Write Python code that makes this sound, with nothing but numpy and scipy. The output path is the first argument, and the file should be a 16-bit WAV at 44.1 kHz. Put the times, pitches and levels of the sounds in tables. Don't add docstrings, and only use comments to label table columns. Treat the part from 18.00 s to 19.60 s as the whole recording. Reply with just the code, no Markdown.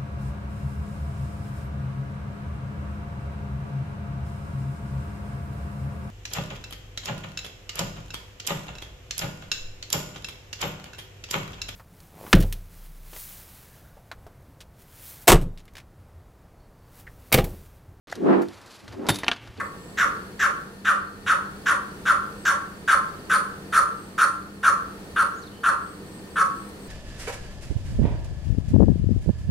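import sys
import numpy as np
from scipy import signal
from scipy.fft import rfft, irfft
from scipy.io import wavfile

SR = 44100
rng = np.random.default_rng(int(sys.argv[2]) if len(sys.argv) > 2 else 0)


def int16_out(signal):
    q = np.round(np.clip(np.atleast_2d(signal).T, -1, 1) * 32767)
    wavfile.write(sys.argv[1], SR, q.astype(np.int16))


N = 70560
T = np.arange(N) / SR
HIT_T = T[:N // 3]
HZ = np.fft.rfftfreq(4096, 1 / SR)
TREBLE_OCTAVES = np.log2(1 + HZ / 1500)


def amp(db):
    return 10 ** (np.asarray(db) / 20)


def unit(x):
    return x / np.sqrt(np.mean(x ** 2) + 1e-20)


def read(points, hz):
    f, value = np.transpose(points)
    return np.interp(np.log(hz + 1), np.log(f + 1), value)


def fader(points, delay_s=0):
    return amp(np.interp(T - delay_s, *np.transpose(points)))


def add(mix, s, sound):
    part = mix[round(s * SR):][:len(sound)]
    part += sound[:len(part)]


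def coloured(x, colour):
    return unit(irfft(rfft(x) * amp(read(colour, np.fft.rfftfreq(N, 1 / SR))), N))


def grains(per_s, spread_db):
    impacts = rng.standard_normal(N) * (rng.random(N) < per_s / SR)
    return impacts * amp(spread_db * np.minimum(rng.exponential(1, N), 4))


def ring(modes, detune):
    out = np.zeros(len(HIT_T))
    for hz, db, t60 in modes:
        pitch = hz * (1 + detune * rng.standard_normal())
        energy_trim = np.sqrt(4 * np.log(1000) / (t60 * SR))
        out += energy_trim * amp(db - 60 * HIT_T / t60) * np.sin(2 * np.pi * pitch * HIT_T)
    return out


def blow(colour_db, t60, crack):
    burst = rng.standard_normal(len(HIT_T)) * amp(-60 * HIT_T / t60)
    burst /= np.linalg.norm(burst)
    burst[0] += crack
    burst[round(.0005 * SR)] -= crack
    log_gain = np.log(amp(np.r_[colour_db, colour_db[-2:0:-1]]))
    response = np.exp(np.conj(signal.hilbert(log_gain)))
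    hit = signal.fftconvolve(burst, irfft(response[:len(HZ)]))[:len(HIT_T)]
    return hit / np.linalg.norm(hit)


def landing():
    # t/s, level/dB, t60/s
    blows = [(1.0865, 10.5, 0.098), (1.0922, 9, 0.021), (1.0995, 3.5, 0.039), (1.1035, -0.5, .04),
             (1.143, -11.5, 0.12), (1.1565, -32, 0.033), (1.1868, -8.5, 0.031), (1.203, -26, 0.03)]
    # f/Hz, level/dB
    colour = [(50, -13), (160, 9.5), (350, 2), (900, 1), (2000, -2.5), (4000, -5.5), (5300, -13),
              (7500, -12.5), (9500, -13), (10500, -6.5), (12500, -17.5), (15000, -19.5)]
    # f/Hz, level/dB, t60/s
    bar_modes = [(3634, -15, .38), (4460, -16.5, 0.1), (7500, -23, 0.05), (10300, -24, 0.14),
                 (10250, -24, 0.14), (10750, -22, 0.087)]
    bass_cut = 0.42 / (1 + (HZ / 1500) ** 2)
    attack = np.minimum(HIT_T / 0.001, 1)
    out = np.zeros(N)
    for s, db, t60 in blows:
        eq = read(colour, HZ) + bass_cut * (db - blows[0][1])
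        hit = blow(eq, t60, crack=0.2) + ring(bar_modes, detune=0.00243)
        add(out, s, amp(db) * attack * hit)
    return out


def thump():
    # f/Hz, level/dB, t60/s
    modes = [(158, -0.5, 0.071), (106.3, -3.5, 0.11), (318, -7.5, 0.095), (58, -21, .2)]
    start_s, rise_s, gain_db = 1.088, 0.011, -14.5
    attack = np.minimum(HIT_T / rise_s, 1)
    decay_s = np.maximum(HIT_T - rise_s, 0)
    body = sum(amp(db - 60 * decay_s / t60) * np.sin(2 * np.pi * hz * HIT_T) for hz, db, t60 in modes)
    out = np.zeros(N)
    add(out, start_s, amp(gain_db) * attack * body)
    return out


def clacks():
    # t/s, level/dB, EQ peak/Hz, treble tilt/(dB per octave), bass shelf/dB, t60/s
    slaps = [(1.2339, -1.5, 2040, -1.5, 8.5, 0.042), (1.2444, -7.5, 4450, -2, -3, 0.014),
             (1.2658, -10.5, 2700, -1.5, 16, 0.052), (1.2815, 9.5, 2350, 2, 0.5, 0.02),
             (1.2865, -0.5, 820, 0.5, 4.5, 0.042), (1.3145, 4, 3200, -7, -32, 0.034),
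             (1.3194, -4, 1580, -5.5, -21, 0.07)]
    # f/Hz, level/dB
    colour = [(60, -31), (160, -14), (280, 2), (500, 0.5), (720, 1.5), (1150, 0.5), (1700, 0.5),
              (4200, -2.5), (5100, -11), (6100, -7.5), (7000, -19), (10000, -21), (15000, -53)]
    # f/Hz, level/dB, t60/s
    deck_modes = [(239, -18, .12), (289, -17, 0.15), (389.4, -21, 0.093), (700.7, -10.5, 0.12),
                  (946, -31, 0.088), (1190, -14.5, 0.055), (1405, -14, 0.11), (1640, -19, 0.095),
                  (1820, -15, 0.09), (2690, -24, 0.11), (3050, -18.5, 0.12), (3645, -19, 0.04)]
    peak_db, peak_octaves, deck_db = 8.5, 0.24, -3
    out = np.zeros(N)
    for s, db, peak_hz, tilt, bass_db, t60 in slaps:
        peak = peak_db * np.exp(-(np.log2((HZ + 1) / peak_hz) / peak_octaves) ** 2)
        shelf = bass_db / (1 + (HZ / 700) ** 2)
        eq = read(colour, HZ) + peak + shelf + tilt * TREBLE_OCTAVES
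        hit = blow(eq, t60, crack=0.29) + amp(deck_db) * ring(deck_modes, detune=0.00098)
        add(out, s, amp(db) * hit)
    return out


def knocks():
    # t/s, level/dB, t60/s
    hits = [(0.1237, -11, 0.032), (0.1265, -3.5, 0.015), (0.9254, -24.5, 0.05), (1.574, -41, 0.072)]
    # f/Hz, level/dB
    colour = [(100, -26), (350, -13), (680, 1), (1150, -13), (1550, 2.5), (2000, 2.5), (2500, -23),
              (3500, -22), (6500, -19.5), (8000, -28), (15000, -34.5)]
    out = np.zeros(N)
    for s, db, t60 in hits:
        add(out, s, amp(db) * blow(read(colour, HZ), t60, crack=0.34))
    return out


def ticks():
    # t/s, level/dB, t60/s, treble tilt/(dB per octave)
    hits = [(.099, -21.5, 0.045, 0), (.114, -20.5, 0.045, 7), (.154, -17.5, 0.047, 4),
            (.419, -20.5, 0.088, 13), (.485, -21.5, 0.03, 4), (0.614, -28, 0.045, 5),
            (.661, -28.5, 0.045, 11), (.879, -17, 0.068, -3), (.924, -22.5, 0.072, -0.5),
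            (1.0665, -11.5, 0.073, -1), (1.158, -8, .03, 6), (1.332, -11.5, 0.04, -5.5),
            (1.362, -19.5, 0.069, -2.5), (1.474, -22, 0.035, -3), (1.574, -24, .05, -4)]
    # f/Hz, level/dB
    colour = [(100, -20), (600, 3), (1500, 9), (2500, -1), (4500, 8.5), (8000, -6), (11000, -12.5),
              (15000, -23)]
    out = np.zeros(N)
    for s, db, t60, tilt in hits:
        eq = read(colour, HZ) + tilt * TREBLE_OCTAVES
        add(out, s, amp(db) * blow(eq, t60, crack=.1))
    return out


def jangle():
    # t/s, level/dB
    envelope = [(1.085, -90), (1.1, -50), (1.13, -44), (1.155, -36.5), (1.18, -50), (1.192, -44),
                (1.21, -53), (1.24, -81), (1.3, -83)]
    # f/Hz, level/dB
    colour = [(300, -17), (1200, -2), (3200, -10), (3650, 16), (4100, -3.5), (4700, 2), (6200, 1),
              (9500, -15), (10400, 7), (11500, -19), (15000, -11)]
    return coloured(grains(per_s=5000, spread_db=1.0), colour) * fader(envelope)


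def roll():
    # t/s, level/dB
    envelope = [(.07, -51), (.14, -46), (.2, -59.5), (.88, -57.5), (.93, -47), (.97, -58.5), (1.08, -49),
                (1.13, -45.5), (1.22, -45), (1.33, -46.5), (1.39, -57.5), (1.43, -48), (1.48, -50),
                (1.55, -52.5), (1.6, -47)]
    # f/Hz, level/dB
    colour = [(80, 3), (300, 11.5), (1000, -0.5), (2800, -1.5), (5000, -9.5), (9000, -19.5), (15000, -23)]
    grit_share = .45
    grit = unit(grains(per_s=2500, spread_db=2.5))
    texture = grit_share * grit + (1 - grit_share) * rng.standard_normal(N)
    return coloured(texture, colour) * fader(envelope)


def rumble(width=0.18):
    # t/s, level/dB
    envelope = [(.07, -57.5), (.5, -54.5), (.75, -58), (.86, -53), (.94, -41), (1.0, -55.5), (1.13, -45),
                (1.22, -54), (1.34, -56), (1.45, -49.5), (1.5, -38.5), (1.55, -55), (1.6, -43)]
    # f/Hz, level/dB
    colour = [(20, -34), (40, -10), (60, -6.5), (105, 3), (170, -16), (300, -22), (1000, -62)]
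    mid, side = coloured(rng.standard_normal((2, N)), colour)
    return (mid + width * np.array([side, -side])) * fader(envelope)


def growl():
    # t/s, level/dB
    envelope = [(.8, -77), (.9, -66), (.93, -41), (.98, -56), (1.03, -39), (1.08, -39.5), (1.15, -46),
                (1.22, -72), (1.3, -54), (1.37, -81), (1.55, -77), (1.6, -52)]
    # f/Hz, level/dB
    colour = [(100, -20), (300, 2), (500, 1), (900, -1.5), (1500, -11.5), (2500, -23), (6000, -46)]
    return coloured(grains(per_s=2500, spread_db=4.5), colour) * fader(envelope)


def spin():
    # t/s, level/dB
    envelope = [(.4, -74), (.54, -56), (.63, -63), (.74, -50.5), (.86, -64), (1.05, -71)]
    # f/Hz, level/dB
    colour = [(500, -21), (2500, -1.5), (3700, -0.5), (4400, 4), (5000, -0.5), (6700, -6), (7500, -5.5),
              (8500, -12), (9700, -11), (10400, -6.5), (11500, -14), (15000, -20)]
    turn_hz, depth_db = 22.73, 3
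    pulse = amp(depth_db * np.sin(2 * np.pi * turn_hz * T))
    return coloured(rng.standard_normal(N), colour) * fader(envelope) * pulse


def wind():
    # t/s, level/dB
    envelope = [(.07, -92), (.16, -43), (.2, -31), (.235, -21), (.26, -17), (.315, -14.5), (.35, -19),
                (.41, -21.5), (.435, -38.5), (.47, -81), (.53, -57.5), (.81, -62), (.84, -43.5), (.88, -63),
                (1.0, -30.5), (1.07, -37.5), (1.16, -37), (1.23, -95), (1.555, -112), (1.585, -39.5)]
    # f/Hz, level/dB
    colour = [(40, -42), (110, -32), (190, -4.5), (300, 0.5), (390, -0.5), (500, -7), (750, -10.5),
              (1400, -17), (2500, -32.5), (4500, -46.5), (9000, -81)]
    crossover_hz, treble_lag_s, brighten = 603, 0.025, 0.59
    bleed_gain, bleed_top_hz = 0.15, 310
    echo_hz, feedback, echo_top_hz = 49.4, .64, 970
    hz = np.fft.rfftfreq(N, 1 / SR)
    air = coloured(rng.standard_normal((2, N)), colour)
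    low = irfft(rfft(air) / (1 + (hz / crossover_hz) ** 4), N)
    bleed = irfft(rfft(low[::-1]) * bleed_gain / (1 + (hz / bleed_top_hz) ** 4), N)
    late = fader(envelope, treble_lag_s)
    treble = (air - low) * late * (late / late.max()) ** brighten
    gusts = (low + bleed) * fader(envelope) + treble
    padded_hz = np.fft.rfftfreq(2 * N, 1 / SR)
    delay = np.exp(-2j * np.pi * padded_hz / echo_hz)
    repeat = feedback * delay / (1 + (padded_hz / echo_top_hz) ** 2)
    return irfft(rfft(gusts, 2 * N) / (1 - repeat))[:, :N]


def bowl(hits):
    # f/Hz, t60/s
    decay = [(100, 0.52), (500, 0.56), (1500, 0.89), (4000, 0.45), (12000, 0.45)]
    wet_db, predelay_s = -21, .008
    hz, t, noise = signal.stft(rng.standard_normal(SR // 2), SR, nperseg=256)
    fade = amp(-60 * t / read(decay, hz)[:, None])
    tail = signal.istft(noise * fade, SR, nperseg=256)[1]
    response = np.r_[np.zeros(round(predelay_s * SR)), tail / np.linalg.norm(tail)]
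    return amp(wet_db) * signal.fftconvolve(hits, response)[:N]


def outdoors(width=0.12):
    # t/s, level/dB
    envelope = [(.07, -54), (.3, -50.5), (.55, -51), (.75, -53.5), (1.0, -54.5), (1.4, -67), (1.6, -67)]
    # f/Hz, level/dB
    colour = [(90, -58), (180, -8), (330, -0.5), (600, 0.5), (1200, 0.5), (2600, -8.5), (4500, -15),
              (8000, -20), (15000, -29.5)]
    mid, side = coloured(rng.standard_normal((2, N)), colour)
    side = signal.sosfilt(signal.butter(2, 1800, fs=SR, output="sos"), side)
    return (mid + width * np.array([side, -side])) * fader(envelope)


def scene():
    hits = clacks() + landing() + thump() + ticks() + knocks()
    scooter = hits + bowl(hits) + jangle() + roll() + rumble() + growl() + spin()
    return scooter + wind() + outdoors()


def record(dry):
    start_s, high_cut_hz = .072, 15400
    lowpass = signal.firwin(255, high_cut_hz, window=("kaiser", 9), fs=SR)
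    return signal.oaconvolve(dry * (T >= start_s), lowpass[None], "same")


dry = scene()
out = record(dry)
int16_out(out)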